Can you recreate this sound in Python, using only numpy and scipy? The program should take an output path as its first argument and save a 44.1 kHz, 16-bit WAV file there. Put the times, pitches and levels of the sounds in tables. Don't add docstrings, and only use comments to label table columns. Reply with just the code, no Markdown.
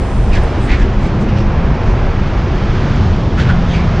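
import sys
import numpy as np
from scipy import signal
from scipy.fft import rfft, irfft
from scipy.io import wavfile
from scipy.ndimage import uniform_filter1d

SR = 44100
rng = np.random.default_rng(int(sys.argv[2]) if len(sys.argv) > 2 else 0)


def int16_out(signal):
    q = np.round(np.clip(np.atleast_2d(signal).T, -1, 1) * 32767)
    wavfile.write(sys.argv[1], SR, q.astype(np.int16))


N = 176400
TIME_S = np.arange(N) / SR
FREQ_HZ = np.maximum(np.arange(N // 2 + 1) * SR / N, 1)


def from_db(db):
    return 10 ** (np.asarray(db) / 20)


def unit_rms(x):
    return x / np.sqrt(np.mean(x ** 2) + 1e-20)


def curves(rows):
    times_s, *columns = np.transpose(rows)
    return [np.interp(TIME_S, times_s, column) for column in columns]


def colour(points):
    hz, db = np.transpose(points)
    return from_db(np.interp(np.log(FREQ_HZ), np.log(hz), db))


def band(low_hz, high_hz, order=8):
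    return ((1 + (low_hz / FREQ_HZ) ** (2 * order)) * (1 + (FREQ_HZ / high_hz) ** (2 * order))) ** -.5


def noise(gain):
    return unit_rms(irfft(rfft(rng.standard_normal(N)) * gain, N))


def drift(rate_hz, size=N):
    pole, run_in = np.exp(-2 * np.pi * rate_hz / SR), SR // 10
    white = rng.standard_normal(size + run_in)
    return unit_rms(signal.lfilter([1], [1, -2 * pole, pole * pole], white)[run_in:])


def resonance(hz, width_hz, size=N):
    phase = 2 * np.pi * np.cumsum(hz * np.ones(size)) / SR
    return unit_rms(drift(width_hz, size) * np.cos(phase) + drift(width_hz, size) * np.sin(phase))


def steady(x, window_s):
    return x / np.sqrt(uniform_filter1d(x * x, max(int(window_s * SR), 2)) + 1e-9)


# (time [s], level [dB])
BODY_RUMBLE = [(0, -17.5), (.1, -17), (.3, -9.5), (.56, -16.5), (.8, -10), (1.0, -14.5), (1.3, -18),
               (1.64, -12), (1.8, -15), (2.0, -13.5), (2.45, -15), (2.7, -15.5), (3.1, -16.5), (3.45, -19),
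               (3.56, -14.5), (4, -18)]
CABIN_BOOM = [(0, -19.5), (.33, -18), (.6, -19), (1.0, -17.5), (1.15, -17), (1.26, -25), (1.35, -10),
              (1.5, -18.5), (1.8, -19), (1.93, -14), (2.28, -19.5), (2.7, -17.5), (3.07, -13),
              (3.25, -16.5), (3.45, -11.5), (3.7, -20), (4, -14)]
TYRE_DRONE = [(0, -30.5), (.25, -19.5), (.5, -25.5), (.65, -24), (.85, -26), (1.18, -17), (1.4, -21.5),
              (1.68, -15.5), (1.95, -25.5), (2.25, -20.5), (2.65, -23.5), (2.88, -18.5), (3.25, -18.5),
              (3.55, -18), (3.7, -19), (4, -15)]
UPPER_DRONE = [(0, -30.5), (.45, -32.5), (.7, -21.5), (.95, -29.5), (1.2, -23.5), (1.5, -29), (2.2, -31),
               (3.1, -25), (3.5, -31), (4, -35.5)]
ROAD_ROAR = [(0.0, -24), (0.2, -26), (0.4, -22), (0.73, -25), (2.04, -22.5), (2.15, -26), (2.33, -24.5),
             (3.97, -24.5), (4.0, -22)]
TREAD_HISS = [(0, -32.5), (.27, -34), (.45, -30), (1.2, -32), (1.6, -30), (2.0, -29.5), (2.45, -30),
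              (2.9, -28.5), (3.28, -33.5), (3.6, -31), (4, -28.5)]
TREAD_TREBLE = [(0, -43.5), (.27, -42.5), (.45, -39.5), (1.2, -41.5), (1.65, -41.5), (2.4, -39.5),
                (2.95, -36), (3.28, -39.5), (3.6, -38.5), (4, -37.5)]
# (frequency [Hz], relative density [dB])
ROAD_SPECTRUM = [(7.1, -9), (12, 8), (37, 2), (104, -4), (204, -11), (294, -19), (363, -14.5), (408, -17.5),
                 (1200, -24), (1560, -55), (2640, -120)]
TREAD_SPECTRUM = [(1000, 4.5), (1500, -3), (2000, -6.5), (2500, -8.5), (3100, -9.5), (4000, -15.5),
                  (5200, -18.5), (6300, -23.5), (7400, -32.5), (8500, -46), (10500, -74.5)]
# (frequency [Hz], width [Hz], level [dB])
CAVITIES = [(203.7, 40, -31.5), (373, 26, -37.5)]


def rolling():
    road, tread = colour(ROAD_SPECTRUM), colour(TREAD_SPECTRUM)
    out = np.zeros(N)
    for levels, low_hz, high_hz in ((BODY_RUMBLE, 21.2, 71), (CABIN_BOOM, 71.6, 133.3),
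                                    (TYRE_DRONE, 130.4, 237.5), (UPPER_DRONE, 252, 309),
                                    (ROAD_ROAR, 301, 1094)):
        vibration = steady(noise(road * band(low_hz, high_hz)), window_s=0.25)
        out += from_db(curves(levels)[0]) * vibration
    grain = drift(rate_hz=51)
    out += from_db(curves(TREAD_HISS)[0] + 0.27 * grain) * noise(tread * band(1190, 2704))
    out += from_db(curves(TREAD_TREBLE)[0] + 0.21 * grain) * noise(tread * band(2920, 11000))
    return out + sum(from_db(db) * resonance(hz, width_hz) for hz, width_hz, db in CAVITIES)


# (onset [s], frequency [Hz], peak level [dB])
THUMPS = [(0.163, 42.2, -0.5), (0.347, 42.2, -9), (0.698, 51.2, -11), (1.887, 53, -5), (3.045, 88.6, -8.5)]


def suspension_thumps(rise_s=0.026):
    out = np.zeros(N)
    for onset_s, hz, db in THUMPS:
        age_s = np.maximum(TIME_S - onset_s, 0)
        envelope = (age_s / rise_s * np.exp(1 - age_s / rise_s)) ** 3
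        out += from_db(db) * envelope * np.sin(2 * np.pi * hz * age_s)
    return out


# (centre [s], sigma [s], rush level [dB], rush tilt [dB/oct], squeal pitch [Hz],
# squeal width [Hz], squeal level [dB], glide [oct/s], tail gain [ratio])
SCUFFS = [(0.336, 0.011, -38, 1, 2400, 230, -27.5, -1.5, .15),
          (0.353, 0.017, -33, 7.5, 2150, 250, -34, -2.5, 0.24),
          (0.369, .012, -34, -1, 1773, 160, -25.5, -1.5, .15),
          (0.698, .012, -37, -3, 2156, 240, -29, 0.5, .1), (0.724, .022, -30, 2, 2106, 360, -22.5, 1, 0.28),
          (0.817, 0.019, -34.5, 1, 1673, 80, -28.5, -1, .2), (1.057, .025, -46, 7, 2217, 200, -35, 0.5, .1),
          (1.296, 0.013, -39, 2, 2730, 260, -37, 0, 0.092),
          (1.389, 0.026, -37.5, 3, 2580, 350, -38, -3, .15),
          (3.393, .012, -28.5, 4, 1478, 130, -21.5, 1.5, 0.18),
          (3.413, 0.015, -27.5, 1.5, 1655, 200, -34, 0.5, 0.53),
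          (3.47, 0.014, -29.5, -2, 1483, 90, -30, -1.5, 0.23),
          (3.501, 0.01, -27.5, -1.5, 1430, 70, -18, -0.5, 0.27),
          (3.725, 0.035, -33.5, 1.5, 3330, 300, -34.5, 0, .15),
          (3.752, .016, -36, 4, 2485, 220, -28, -2, 0.3), (3.798, .022, -47, 5, 2327, 130, -32, -1, .2)]
# (frequency [Hz], relative density [dB])
RUSH_SPECTRUM = [(500, -49), (1100, -5), (1700, 3.5), (2700, -1.5), (3600, -5), (5500, -14.5),
                 (7300, -23.5), (8800, -38.5), (12000, -70.5)]
GRAIN_DEPTH_DB, TILT_PIVOT_HZ, TAIL_DECAY_S = 2.5, 2500, .08
RASP_WIDTH_HZ, RASP_DB = 480, -4
OVERTONE_RATIO, OVERTONE_DB = 1.9, -13


def tyre_scuffs():
    out, rush_colour = np.zeros(N), colour(RUSH_SPECTRUM)
    grain = from_db(-GRAIN_DEPTH_DB * drift(rate_hz=150))
    for centre_s, sigma_s, rush_db, tilt_db_oct, hz, width_hz, squeal_db, glide_oct_s, tail_gain in SCUFFS:
        near = (TIME_S > centre_s - .15) & (TIME_S < centre_s + .45)
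        age_s = TIME_S[near] - centre_s
        size = len(age_s)
        swell = np.exp(-.5 * (age_s / sigma_s) ** 2)
        tail = tail_gain * (age_s > 0) * (1 - swell) * np.exp(-np.abs(age_s) / TAIL_DECAY_S)
        tilt = from_db(tilt_db_oct * np.log2(FREQ_HZ / TILT_PIVOT_HZ))
        rush = grain * noise(rush_colour * tilt)
        pitch_hz = hz * 2 ** (glide_oct_s * np.clip(age_s, -2 * sigma_s, 2 * sigma_s))
        ring = resonance(pitch_hz, width_hz, size)
        rasp = from_db(RASP_DB) * resonance(pitch_hz, RASP_WIDTH_HZ, size)
        overtone = from_db(OVERTONE_DB) * resonance(OVERTONE_RATIO * pitch_hz, RASP_WIDTH_HZ, size)
        squeal = steady(ring + rasp + overtone, window_s=.015)
        out[near] += (swell + tail) * (from_db(rush_db) * rush[near] + from_db(squeal_db) * squeal)
    return out


# (time [s], pitch [Hz], level [dB])
ENGINE_HUM = [(0, 180, -26.5), (.25, 178, -24.5), (.6, 190, -32.5), (1.2, 206, -25.5), (1.9, 197, -33),
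              (2.9, 200, -23), (3.3, 180, -27), (3.55, 171, -17.5), (4, 168, -26.5)]


def engine_hum(pitch_jitter=0.0109, flutter_db=4.7):
    hz, db = curves(ENGINE_HUM)
    phase = 2 * np.pi * np.cumsum(hz * (1 + pitch_jitter * drift(rate_hz=10.7))) / SR
    return from_db(db + flutter_db * drift(rate_hz=5.1)) * np.sin(phase)


# (centre [s], sigma [s], frequency [Hz], width [Hz], peak level [dB])
SIZZLES = [(0.436, 0.0058, 8700, 2200, -47.5), (0.647, 0.034, 8000, 2500, -48.5),
           (0.8, 0.035, 6000, 3000, -48), (1.042, 0.03, 6600, 3500, -50), (1.222, 0.017, 6100, 3530, -47.5),
           (1.396, 0.04, 5500, 710, -48), (1.893, 0.04, 5500, 2530, -48)]


def sizzles():
    out = np.zeros(N)
    for centre_s, sigma_s, hz, width_hz, db in SIZZLES:
        swell = np.exp(-.5 * ((TIME_S - centre_s) / sigma_s) ** 2)
        out += from_db(db) * swell * noise(np.exp(-2 * ((FREQ_HZ - hz) / width_hz) ** 2))
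    return out


# (time [s], level [dB])
DECK_WHINE = [(0, -62), (.15, -57), (.35, -72), (1.0, -96.5), (4, -110)]
DECK_HISS = [(0, -49), (.4, -50.5), (.8, -67), (1.3, -68.5), (1.8, -83.5), (4, -76)]
# (frequency [Hz], relative density [dB])
DECK_SPECTRUM = [(5000, -4), (8000, -1.5), (10000, -9.5), (13000, -24), (15000, -34)]


def open_deck():
    whine = from_db(curves(DECK_WHINE)[0]) * resonance(hz=8677, width_hz=17)
    hiss = from_db(curves(DECK_HISS)[0]) * noise(colour(DECK_SPECTRUM))
    return whine + hiss


# (frequency [Hz], gain [dB])
DIFFUSE_EQ = [(30, -7), (70, -18.5), (150, -1.5), (300, 1), (700, -1), (2000, -1.5), (4500, 4.5), (7000, 9)]
# (time [s], bass gain [dB], treble gain [dB])
STEREO_WIDTH = [(0, -15.5, -15.5), (.7, -21.5, -17.5), (1.2, -25.5, -17.5), (1.8, -43.5, -26),
                (2.6, -77, -30), (4, -62, -28.5)]
WIDTH_SPLIT_HZ = 720


def scene():
    mid = rolling() + engine_hum() + suspension_thumps() + tyre_scuffs() + sizzles() + open_deck()
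    diffuse = rfft(rolling() + tyre_scuffs()) * colour(DIFFUSE_EQ)
    bass_db, treble_db = curves(STEREO_WIDTH)
    bass = from_db(bass_db) * irfft(diffuse * band(15, WIDTH_SPLIT_HZ), N)
    treble = from_db(treble_db) * irfft(diffuse * band(WIDTH_SPLIT_HZ, SR / 2), N)
    side = bass + treble + open_deck()
    return np.array([mid + side, mid - side])


SHELF_HZ, RIGHT_OVER_LEFT_DB, CUTOFF_HZ = 520, 1.4, 13400


def record(dry):
    shelf_db = RIGHT_OVER_LEFT_DB / (1 + (SHELF_HZ / FREQ_HZ) ** 4)
    shelved = irfft(rfft(dry) * from_db([-shelf_db / 2, shelf_db / 2]), N)
    rounded = shelved / (1 + shelved ** 8) ** (1 / 8)
    return signal.sosfilt(signal.cheby2(12, 70, CUTOFF_HZ, fs=SR, output="sos"), rounded)


dry = scene()
out = record(dry)
int16_out(out)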